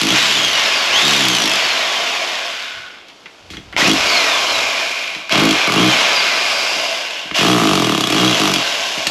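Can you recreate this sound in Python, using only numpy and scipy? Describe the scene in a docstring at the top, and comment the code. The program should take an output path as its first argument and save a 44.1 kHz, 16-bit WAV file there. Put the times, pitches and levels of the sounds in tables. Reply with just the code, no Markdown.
"""Hammer drill on a plaster wall

A hammer drill chisels a socket box out of a plaster wall in a small tiled room. Short trigger pulls whirl
the motor up: filtered noise makes its rush, rotor-locked sines its whine, and both fall as it coasts down.
Blows timed by the crank set off wall booms, plaster cracks and chisel rings. Between bursts the tool clicks,
bumps and rumbles as the chisel is set against the wall anew."""
import sys
import numpy as np
from scipy import signal
from scipy.fft import rfft, irfft, next_fast_len
from scipy.io import wavfile
from scipy.ndimage import uniform_filter1d

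SR = 44100
rng = np.random.default_rng(int(sys.argv[2]) if len(sys.argv) > 2 else 0)


def write(x):
    x = np.atleast_2d(x).T
    wavfile.write(sys.argv[1], SR, np.round(np.clip(x, -1, 1) * 32767).astype(np.int16))


N = 401310
TIME = np.arange(N) / SR
FAN_CYCLES_PER_BLOW, FULL_SPEED_HZ = 52.5, 3240   # speed is given as the pitch of the fan tone

# bursts of blows, the chisel biting, or the idle piston knocking lightly in the weak rows at 0.2 s and 1 s:
# (first blow [s], end [s], thud at full speed [dB], crack [dB], chisel ring [dB], wall clack re thud [dB])
BLOW_BURSTS = [(0.014, 0.149, -20.5, -21, -25, -25), (0.2, 0.548, -37.5, -28, -31, 10),
               (1.023, 1.557, -29, -22.5, -28, 5), (3.784, 3.871, -14, -45, -29, -10),
               (3.877, 3.945, -8, -16.5, -18, -1), (5.323, 5.546, -14, -25.5, -28.5, 3),
               (5.674, 5.74, -15, -25, -41, 14), (5.739, 5.885, -14.5, -26, -21.5, 5.5),
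               (7.386, 8.13, -16, -24, -26, 10.5), (8.104, 8.36, -19, -26.5, -26, 8),
               (8.398, 8.598, -19, -24.5, -32, 10), (9.069, 9.113, -15, -17.5, -32, -10)]
# trigger pulls: (on [s], off [s], fan tone reached at off [Hz], coasting time constant [s])
TRIGGER_PULLS = [(0, .017, 2948, 1.183), (.075, .232, 3917, 1.521), (.895, 1.119, 3830, 1.47),
                 (3.764, 3.892, 2885, 1.42), (5.298, 5.43, 2969, 1.36), (5.729, 5.84, 3350, 1.451),
                 (7.339, 7.509, 3319, 1.165), (8.077, 8.256, 3350, 1.234)]


def from_db(db):
    """Decibels to gain."""
    return 10 ** (np.asarray(db) / 20)


def rms_one(x):
    """Scale to unit rms."""
    return x / np.sqrt(np.mean(x ** 2) + 1e-20)


def unit_energy(x):
    """Scale a response to unit energy."""
    return x / np.sqrt(np.sum(x ** 2) + 1e-20)


def gain_at(points, hz):
    """Gain of a (frequency [Hz], level [dB]) table at given frequencies."""
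    f, db = np.transpose(points)
    return from_db(np.interp(np.log(hz + 1), np.log(f), db))


def shaped(x, gain):
    """Filter by a gain that is a function of frequency."""
    size = next_fast_len(len(x))
    hz = np.arange(size // 2 + 1) * SR / size
    return irfft(rfft(x, size) * gain(hz), size)[:len(x)]


def butter(x, hz, kind):
    """Second-order Butterworth filter."""
    return signal.sosfilt(signal.butter(2, hz, kind, fs=SR, output="sos"), x)


def drift(rate_hz, step=16):
    """Slow random signal of unit rms, computed at every step-th sample."""
    white = rng.standard_normal(next_fast_len(N // step + 2))
    hz = np.fft.rfftfreq(len(white), step / SR)
    slow = irfft(rfft(white) / (1 + (hz / rate_hz) ** 2), len(white))
    return np.interp(np.arange(N) / step, np.arange(len(slow)), rms_one(slow))


def fade(t, t60_s):
    """Exponential decay by 60 dB in t60_s."""
    return np.exp(-np.log(1000) * t / t60_s)


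def swell(start_s, end_s):
    """A rounded rise and fall, 0-1."""
    return np.sin(np.pi * np.clip((TIME - start_s) / (end_s - start_s), 0, 1))


def taps(rows):
    """A click for each (time [s], level [dB]) row."""
    clicks = np.zeros(N)
    for s, db in rows:
        clicks[int(s * SR)] = from_db(db)
    return clicks


def play(clicks, response):
    """Every click sets off the response."""
    return signal.oaconvolve(clicks, response)[:N]


def motor_speed(start_hz=2900, spin_up_s=.07, friction_hz=1280):
    """Each pull whirls the motor up; then air drag and a steady friction run it down."""
    fan_hz = np.full(N, float(start_hz))
    for on, off, top_hz, coast_s in TRIGGER_PULLS:
        from_hz = np.interp(on, TIME, fan_hz)
        t = TIME[TIME >= on]
        rise = np.expm1(-(t - on) / spin_up_s) / np.expm1(-(off - on) / spin_up_s)
        driven = from_hz + (top_hz - from_hz) * rise
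        coast = (top_hz + friction_hz) * np.exp(-(t - off) / coast_s) - friction_hz
        fan_hz[TIME >= on] = np.where(t < off, driven, np.maximum(coast, 0))
    return fan_hz


def torque(fan_hz, lag_s=0.026):
    """How hard the motor pulls, 0-1: it follows the acceleration with a lag."""
    r = np.exp(-1 / (lag_s * SR))
    pull = signal.lfilter([1 - r], [1, -r], np.maximum(np.gradient(fan_hz), 0) + 1e-18)
    return pull / pull.max()


def per_pull():
    """The levels of the latest pull at every sample, changing smoothly."""
    # one row per pull: (rush [dB], roar [dB], hiss [dB], starting growl [dB], fan tone [dB], overtones [dB])
    pull_levels = [(-2, -5, 1.5, -34, -38, -53), (0.5, -1, -1, -33, -40, -30),
                   (0.5, 0, -1, -35, -28.5, -28.5), (2, 4, 3, -13.5, -25.5, -27),
                   (1, 3, 0, -12.5, -43, -45), (1, 2.5, 0.5, -24, -31, -37),
                   (-1.5, -4.5, 2, -12.5, -43, -45), (-1.5, 1.5, 2.5, -29, -37, -55)]
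    latest = np.maximum(np.searchsorted(np.array(TRIGGER_PULLS)[:, 0], TIME, "right") - 1, 0)
    return uniform_filter1d(np.array(pull_levels, float)[latest].T, size=600)


def by_speed(fan_hz):
    """Level, roar and hiss of the rush of fan and gears at the current speed."""
    # (fan tone [Hz], level [dB], relative roar before trim [dB], relative hiss before trim [dB])
    speed_levels = [(0, -46, -13, -7), (90, -42, -12, -15), (300, -32.5, -16, -13), (530, -25, -17.5, -9.5),
                    (900, -21.5, -12.5, -8), (1280, -20, -10, -6.5), (2190, -16, -11, -8.5),
                    (3040, -14, -9.5, -7.5), (3930, -10, -15.5, -7)]
    hz, *columns = np.transpose(speed_levels)
    return [np.interp(fan_hz, hz, c) for c in columns]


def poses():
    """Share of each way of holding the tool, over time."""
    # the tool is turned at these times [s]
    turns_s = [3.9, 6.75]
    first, second = [np.clip((TIME - s) / 0.2 + .5, 0, 1) for s in turns_s]
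    return np.array([1 - first, first - second, second])


def housing(hz, pose, depth):
    """Gain of the tool's body and vents; depth scales the resonance peaks in dB."""
    # broad colour of the rush: (frequency [Hz], relative density [dB per Hz])
    rush_colour = [(30, -50), (70, -27), (140, -21), (280, -8), (420, -6.5), (650, -7), (900, -3),
                   (1500, -1), (2300, -3), (3200, 1), (4300, -5), (6800, -13.5), (8400, -24), (12000, -27)]
    # resonances at depth 1: (frequency [Hz], width [Hz], held level [dB], held close [dB], held askew [dB])
    resonances = [(650, 184, 8, 9.5, 12), (1085, 170, 4, 4, 7), (1204, 360, -2, 0, -6),
                  (1535, 39, -4, 3.5, 3.5), (1850, 68, -2, -5, -4.5), (2163, 117, 4, 7, 4),
                  (2420, 216, 3, 8.5, 3.5), (2800, 260, 1, 3, 5.5), (4030, 170, -2.5, 2, -3.5),
                  (5240, 490, 1.5, 2.5, 1)]
    peaks_db = sum(dbs[pose] / (1 + (2 * (hz - centre) / width) ** 2)
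                   for centre, width, *dbs in resonances)
    return gain_at(rush_colour, hz) * from_db(depth * peaks_db)


def rush(fan_hz, crank, roar_db, hiss_db, grit_db=1.5, throb=0.021, roar_trim_db=8.0, hiss_trim_db=10.0,
         fast_depth=0.94, slow_depth=1.49):
    """Gritty air and gear noise throbs with the crank; housing resonances stand out as it slows."""
    # brushes and bearings scrape the same way on each turn of the rotor: a comb of faint gliding lines
    rotor = np.cumsum(fan_hz) / SR / 12
    surface = rng.standard_normal(200)
    scrape = np.interp(rotor % 1, np.linspace(0, 1, 200), surface) * np.minimum(fan_hz / 900, 1)
    teeth = rng.standard_normal(N) * from_db(grit_db * drift(350)) + .3 * scrape
    fast = np.minimum(fan_hz / FULL_SPEED_HZ, 1)
    noise = np.zeros(N)
    for pose, share in enumerate(poses()):
        for blend, depth in ((fast, fast_depth), (1 - fast, slow_depth)):
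            noise += share * blend * rms_one(shaped(teeth, lambda f: housing(f, pose, depth)))
    roar = shaped(noise, lambda f: 1 / (1 + (f / 1150) ** 4))
    hiss = shaped(noise, lambda f: 1 - 1 / (1 + (f / 4600) ** 8))
    middle = noise - roar - hiss
    mix = middle + roar * from_db(roar_db + roar_trim_db) + hiss * from_db(hiss_db + hiss_trim_db)
    return mix * (1 + throb * np.cos(2 * np.pi * crank))


def whine(fan_hz, effort, fan_db, overtones_db, wobble=0.0059, strain=0.02484, driven_db=15, flutter_db=3.5,
          fade_db_per_octave=11.0):
    """Rotor-locked tones: loud and rough while the motor pulls, fading as it slows, swelling at times."""
    # (multiple of the fan tone, level re overtone level [dB])
    overtones = [(2, 7), (2.501, -21), (2.95, -0.5)]
    # how well the housing gives off a tone: (frequency [Hz], gain [dB])
    whine_colour = [(400, -22), (1200, -15), (1900, 4.5), (3300, 1.5), (4800, -3.5), (6500, -10),
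                    (8000, -19), (11000, -26)]
    # brief swells: (middle [s], length [s], multiple of the fan tone, top level [dB])
    whine_swells = [(0.385, 0.63, 1, -23.5), (1.28, 0.21, 2, -34), (1.816, .2, 1, -35),
                    (4.11, 0.23, 2, -28), (4.19, 0.17, 1, -34), (4.537, 0.16, 2.95, -26),
                    (5.67, 0.16, 1, -26), (5.9, .14, 1, -24), (6.184, .14, 2, -22.5), (8.7, 0.34, 2, -31)]
    unsteady_hz = fan_hz * (1 + (wobble + strain * effort) * drift(150.4))
    phase = 2 * np.pi * np.cumsum(unsteady_hz) / SR
    speed_db = fade_db_per_octave * np.log2((fan_hz + 1) / FULL_SPEED_HZ)
    tones = [(1, fan_db + driven_db * effort)] + [(k, overtones_db + db) for k, db in overtones]
    out = np.zeros(N)
    for k, db in tones:
        steady = from_db(db + speed_db) * gain_at(whine_colour, k * fan_hz)
        swells = sum(from_db(top_db) * swell(s - length / 2, s + length / 2)
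                     for s, length, multiple, top_db in whine_swells if abs(multiple - k) < .2)
        out += np.hypot(steady, swells) * from_db(flutter_db * drift(45)) * np.sin(k * phase)
    return np.sqrt(2) * out


def buzzes():
    """Vibration rattles loose parts as the motor runs down; each rings at its own resonance."""
    # (start [s], end [s], resonance [Hz], width [Hz], top level [dB])
    loose_parts = [(1.5, 2.6, 685, 70, -31.5), (2.25, 3.054, 1470, 100, -35.5),
                   (4.448, 5.28, 2380, 160, -27.5), (6.04, 7.139, 4880, 440, -25.5),
                   (6.3, 7.3, 2700, 160, -36)]
    out, rattle = np.zeros(N), rng.standard_normal(N)
    for start, end, hz, width_hz, db in loose_parts:
        ring = rms_one(signal.lfilter(*signal.iirpeak(hz, hz / width_hz, fs=SR), rattle))
        out += from_db(db) * swell(start, end) * ring
    return out


def draught(fan_hz, db_at_3000_hz=-44.5, corner_hz=260):
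    """The cooling air buffets the microphone, growing with the square of the fan speed."""
    buffet = rms_one(butter(butter(rng.standard_normal(N), corner_hz, "low"), 100, "high"))
    return from_db(db_at_3000_hz) * (fan_hz / 3000) ** 2 * buffet


def blows(fan_hz, crank, uneven_db=3.0, thud_db_per_octave=8.5, seat_s=0.027, seat_db=-3, ease_s=0.12,
          ease_db=-7):
    """One blow per crank turn during each burst, thud and clack heavier at speed: thud, crack, ring, clack
    trains."""
    trains = np.zeros((4, N))
    for start, end, thud_db, crack_db, ring_db, clack_db in BLOW_BURSTS:
        turns = crank - np.interp(start, TIME, crank)
        at = np.searchsorted(turns, np.arange(np.interp(end, TIME, turns)))
        period_s = FAN_CYCLES_PER_BLOW / fan_hz[at]
        # weaker until the chisel is seated, and again as the push is eased
        seating_db = seat_db * np.clip(1 - (TIME[at] - start) / seat_s, 0, 1)
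        easing_db = ease_db * np.clip(1 - (end - TIME[at]) / ease_s, 0, 1)
        speed_db = thud_db_per_octave * np.log2(fan_hz[at] / FULL_SPEED_HZ)
        force_db = thud_db + seating_db + easing_db + speed_db
        levels_db = (force_db, crack_db, ring_db, force_db + clack_db)
        chance_db = rng.normal(0, uneven_db, (len(at), 4)) * [.4, 1, 2, .4]
        for train, db, luck_db in zip(trains, levels_db, chance_db.T):
            train[at] = np.sqrt(period_s) * from_db(db + luck_db)
    return trains


def wall_response(travel_s=0.005488, size=8192):
    """Bending waves travel with the root of frequency, so a blow arrives as a short falling chirp."""
    # (frequency [Hz], relative level [dB])
    wall_colour = [(30, -49), (60, -59), (100, -53), (130, 2.5), (190, 1.5), (250, -2), (320, -0.5),
                   (420, 3.5), (520, -28.5), (680, -8.5), (880, -25), (1200, -7), (1550, -33.5),
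                   (3000, -31)]
    hz = np.arange(size // 2 + 1) * SR / size
    delay_s = travel_s * np.maximum(np.sqrt(1000 / (hz + 20)) - .72, 0)
    phase = 2 * np.pi * np.cumsum(delay_s) * SR / size
    return unit_energy(irfft(gain_at(wall_colour, hz) * np.exp(-1j * phase))[:size // 2])


def wall(thuds, clacks, bump_db=19.0, sway_db=-16.0, sway_hz=55, sway_t60_s=0.079):
    """Blows make the wall boom and ring, and clack where the edge meets solid masonry; bumps also sway it."""
    # the tool's weight bumping the wall: (time [s], level before bump_db is added [dB])
    weight_bumps = [(2.77, -48), (3.504, -28.5), (3.538, -28), (3.574, -26.5), (3.601, -35), (3.739, -28),
                    (5.158, -30), (5.193, -37), (6.76, -29), (7.251, -30), (7.313, -22), (8.972, -22)]
    # panel modes: (frequency [Hz], relative level [dB], t60 [s])
    panel_modes = [(142, -33, 0.14), (185, 8.5, 0.2), (307.4, 21, 0.04), (424, 1, 0.1)]
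    bumps = from_db(bump_db) * taps(weight_bumps)
    response = wall_response()
    boom = shaped(response, lambda f: 1 / (1 + (f / 560) ** 6))
    clack = response - boom
    t = np.maximum(TIME[:len(response)] - .008, 0)   # the panel rings once the slow wave has arrived
    panel = unit_energy(sum(from_db(db) * fade(t, t60) * np.sin(2 * np.pi * hz * t)
                            for hz, db, t60 in panel_modes))
    swing = fade(t, sway_t60_s) * np.cos(2 * np.pi * sway_hz * t) * (1 - fade(t, .02))
    sway = from_db(sway_db) * unit_energy(swing)
    struck = play(thuds + bumps, boom + np.sqrt(.5) * panel) + play(clacks + bumps / 2, clack)
    return butter(struck, 90, "high") + play(bumps, sway)


def chisel(cracks, rings):
    """Plaster snaps and crumbles under the edge as noise bursts while the steel rings in decaying modes."""
    # (frequency [Hz], relative level [dB])
    crack_colour = [(200, -71), (800, -2.5), (1800, -6), (3200, 1), (4500, -0.5), (6500, -6.5),
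                    (8500, -12.5), (12000, -15.5)]
    # steel modes: (frequency [Hz], relative level [dB], t60 [s])
    steel_modes = [(2940, 13, 0.011), (3277, 15, 0.024), (3380, -15, 0.03), (3850, 5.5, 0.017),
                   (6000, 2.5, 0.024), (8100, -12, .03)]
    # tip set down on the masonry: (time [s], ring level [dB])
    tip_taps = [(3.258, -23), (3.504, -16), (3.57, -5)]
    t = TIME[:SR // 6]
    burst = unit_energy(fade(t, .022) + from_db(-17) * fade(t, .05))
    envelope = np.sqrt(np.abs(play(cracks ** 2, burst ** 2)))   # bursts add in power
    crack = envelope * rms_one(shaped(rng.standard_normal(N), lambda f: gain_at(crack_colour, f)))
    steel = sum(from_db(db) * fade(t, t60) * np.sin(2 * np.pi * hz * t) for hz, db, t60 in steel_modes)
    return crack + play(rings + taps(tip_taps), unit_energy(steel))


def knocks(tick_db=-10, body_db=-5.5):
    """Trigger clicks and the chisel being set down: a noise tick and a short rattle of the housing."""
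    # (time [s], level of the noise before its envelope [dB], brightness tilt at 4 kHz [dB], rattle t60 [s])
    knock_rows = [(3.084, -32.5, 23, 0.065), (3.099, -32, 18, 0.064), (3.258, -23.5, -10, 0.077),
                  (3.503, -27.5, 31, 0.33), (3.535, -28, -7, 0.14), (3.569, -24, -6, 0.062),
                  (3.684, -42, 9, .03), (3.727, -22.5, -20, 0.1), (3.765, -1, -20, 0.015),
                  (5.15, -17, 12, 0.043), (5.295, -11, 0, 0.021), (7.312, -11.5, -16, 0.026)]
    # (frequency [Hz], relative level [dB])
    knock_colour = [(100, -16), (500, -13.5), (1200, -1.5), (2100, 7.5), (3300, 3), (5000, -6.5),
                    (8000, -24), (12000, -38)]
    out, t = np.zeros(N), TIME[:SR // 4]
    tick = from_db(tick_db) * fade(t, .008)
    for s, db, bright_db, t60 in knock_rows:
        noise = shaped(rng.standard_normal(len(t)),
                       lambda f: gain_at(knock_colour, f) * from_db(bright_db * f / (f + 4000) * 2))
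        envelope = tick + from_db(body_db) * fade(t, t60)
        out[int(s * SR):][:len(t)] += from_db(db) * rms_one(noise) * envelope
    return out


def handling(low_hz=45, high_hz=95):
    """Hands shift their grip and the heavy tool gives a dull rumble: swelling low-passed noise."""
    # (start [s], end [s], top level [dB])
    shifts = [(2.72, 2.86, -51), (3.39, 3.8, -43), (3.8, 4.15, -37), (4.35, 4.8, -47)]
    rumble = rms_one(butter(butter(rng.standard_normal(N), high_hz, "low"), low_hz, "high"))
    return rumble * sum(from_db(db) * swell(start, end) for start, end, db in shifts)


def room(x, wet_db, t60_s=0.27):
    """Dense reflections off tiles and door: decaying noise as an echo response."""
    t = TIME[:SR // 2]
    tail = rng.standard_normal(len(t)) * fade(t, t60_s) * (t > .005)
    return x + from_db(wet_db) * play(x, unit_energy(butter(tail, 13200, "low")))


def ambience(level_db=-47.5):
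    """Steady background noise with a fixed spectrum."""
    # (frequency [Hz], relative density [dB per Hz])
    ambience_colour = [(25, 1), (70, -6), (130, -1.5), (300, 5.5), (600, 5), (1500, 0), (2500, -23),
                       (4400, -5), (8000, -18), (12000, -26)]
    noise = shaped(rng.standard_normal(N), lambda f: gain_at(ambience_colour, f))
    return from_db(level_db) * rms_one(noise)


def widen(mid):
    """Scattered sound, added left and subtracted right, sets the ears apart mostly in the top treble."""
    # (frequency [Hz], side re mid [dB])
    side_levels = [(60, -37), (91, -22), (140, -51), (210, -54), (310, -62), (470, -37), (710, -48),
                   (1070, -52), (1620, -57), (2450, -70), (3700, -63), (5590, -47), (8440, -33.5),
                   (12700, -2.5)]
    scatter = unit_energy(rng.standard_normal(size=1500) * fade(TIME[:1500], .08))
    side = shaped(play(mid, scatter), lambda f: gain_at(side_levels, f))
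    return np.array([mid + side, mid - side])


def scene(bite_db=-3.5, bite_roar_db=1.0, growl_dulls_db=-2):
    """The drill close by, its blows echoing in the room, over a faint background."""
    fan_hz = motor_speed()
    crank = np.cumsum(fan_hz) / SR / FAN_CYCLES_PER_BLOW
    level_db, roar_db, hiss_db = by_speed(fan_hz)
    pull_db, pull_roar_db, pull_hiss_db, growl_db, fan_db, overtones_db = per_pull()
    effort = torque(fan_hz)
    # the motor's rush is somewhat quieter throughout every burst of blows, light or hard
    in_bite = sum(((TIME > start) & (TIME < end)).astype(float) for start, end, *_ in BLOW_BURSTS)
    biting = uniform_filter1d(in_bite, size=900)
    level = np.hypot(from_db(level_db + pull_db + bite_db * biting), from_db(growl_db) * effort)
    roar_db = roar_db + pull_roar_db + bite_roar_db * biting
    hiss_db = hiss_db + pull_hiss_db + growl_dulls_db * effort   # duller while the motor labours
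    air = level * rush(fan_hz, crank, roar_db, hiss_db)
    tones = whine(fan_hz, effort, fan_db, overtones_db)
    motor = room(air + buzzes() + tones, wet_db=-14.5) + draught(fan_hz)
    thuds, cracks, rings, clacks = blows(fan_hz, crank) * np.sqrt(SR)
    impacts = room(wall(thuds, clacks), wet_db=-7.0) + room(chisel(cracks, rings) + knocks(), wet_db=-9.0)
    return widen(motor + impacts + handling() + ambience())


def gain_control(x, limit_db=-9.5, recovery_db_per_s=25.0):
    """Heavy blows push the gain down; it creeps back afterwards."""
    level_db = 10 * np.log10(np.abs(uniform_filter1d(x[0] ** 2, size=500)) + 1e-12)
    climb_db = recovery_db_per_s * TIME
    cut_db = np.maximum.accumulate(np.maximum(level_db - limit_db, 0) + climb_db) - climb_db
    return x * from_db(-uniform_filter1d(cut_db, size=200))


def record(dry, notch_hz=9080, notch_q=10.7, low_cut_hz=40, cutoff_hz=12500):
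    """The gain ducks and peaks are rounded; the microphone has a narrow dip, no deep bass and a cut top."""
    rounded = .8 * np.tanh(butter(gain_control(dry), low_cut_hz, "high") / .8)
    dipped = signal.lfilter(*signal.iirnotch(notch_hz, notch_q, fs=SR), rounded)
    return signal.sosfilt(signal.butter(14, cutoff_hz, fs=SR, output="sos"), dipped)


dry = scene()
out = record(dry)
write(out)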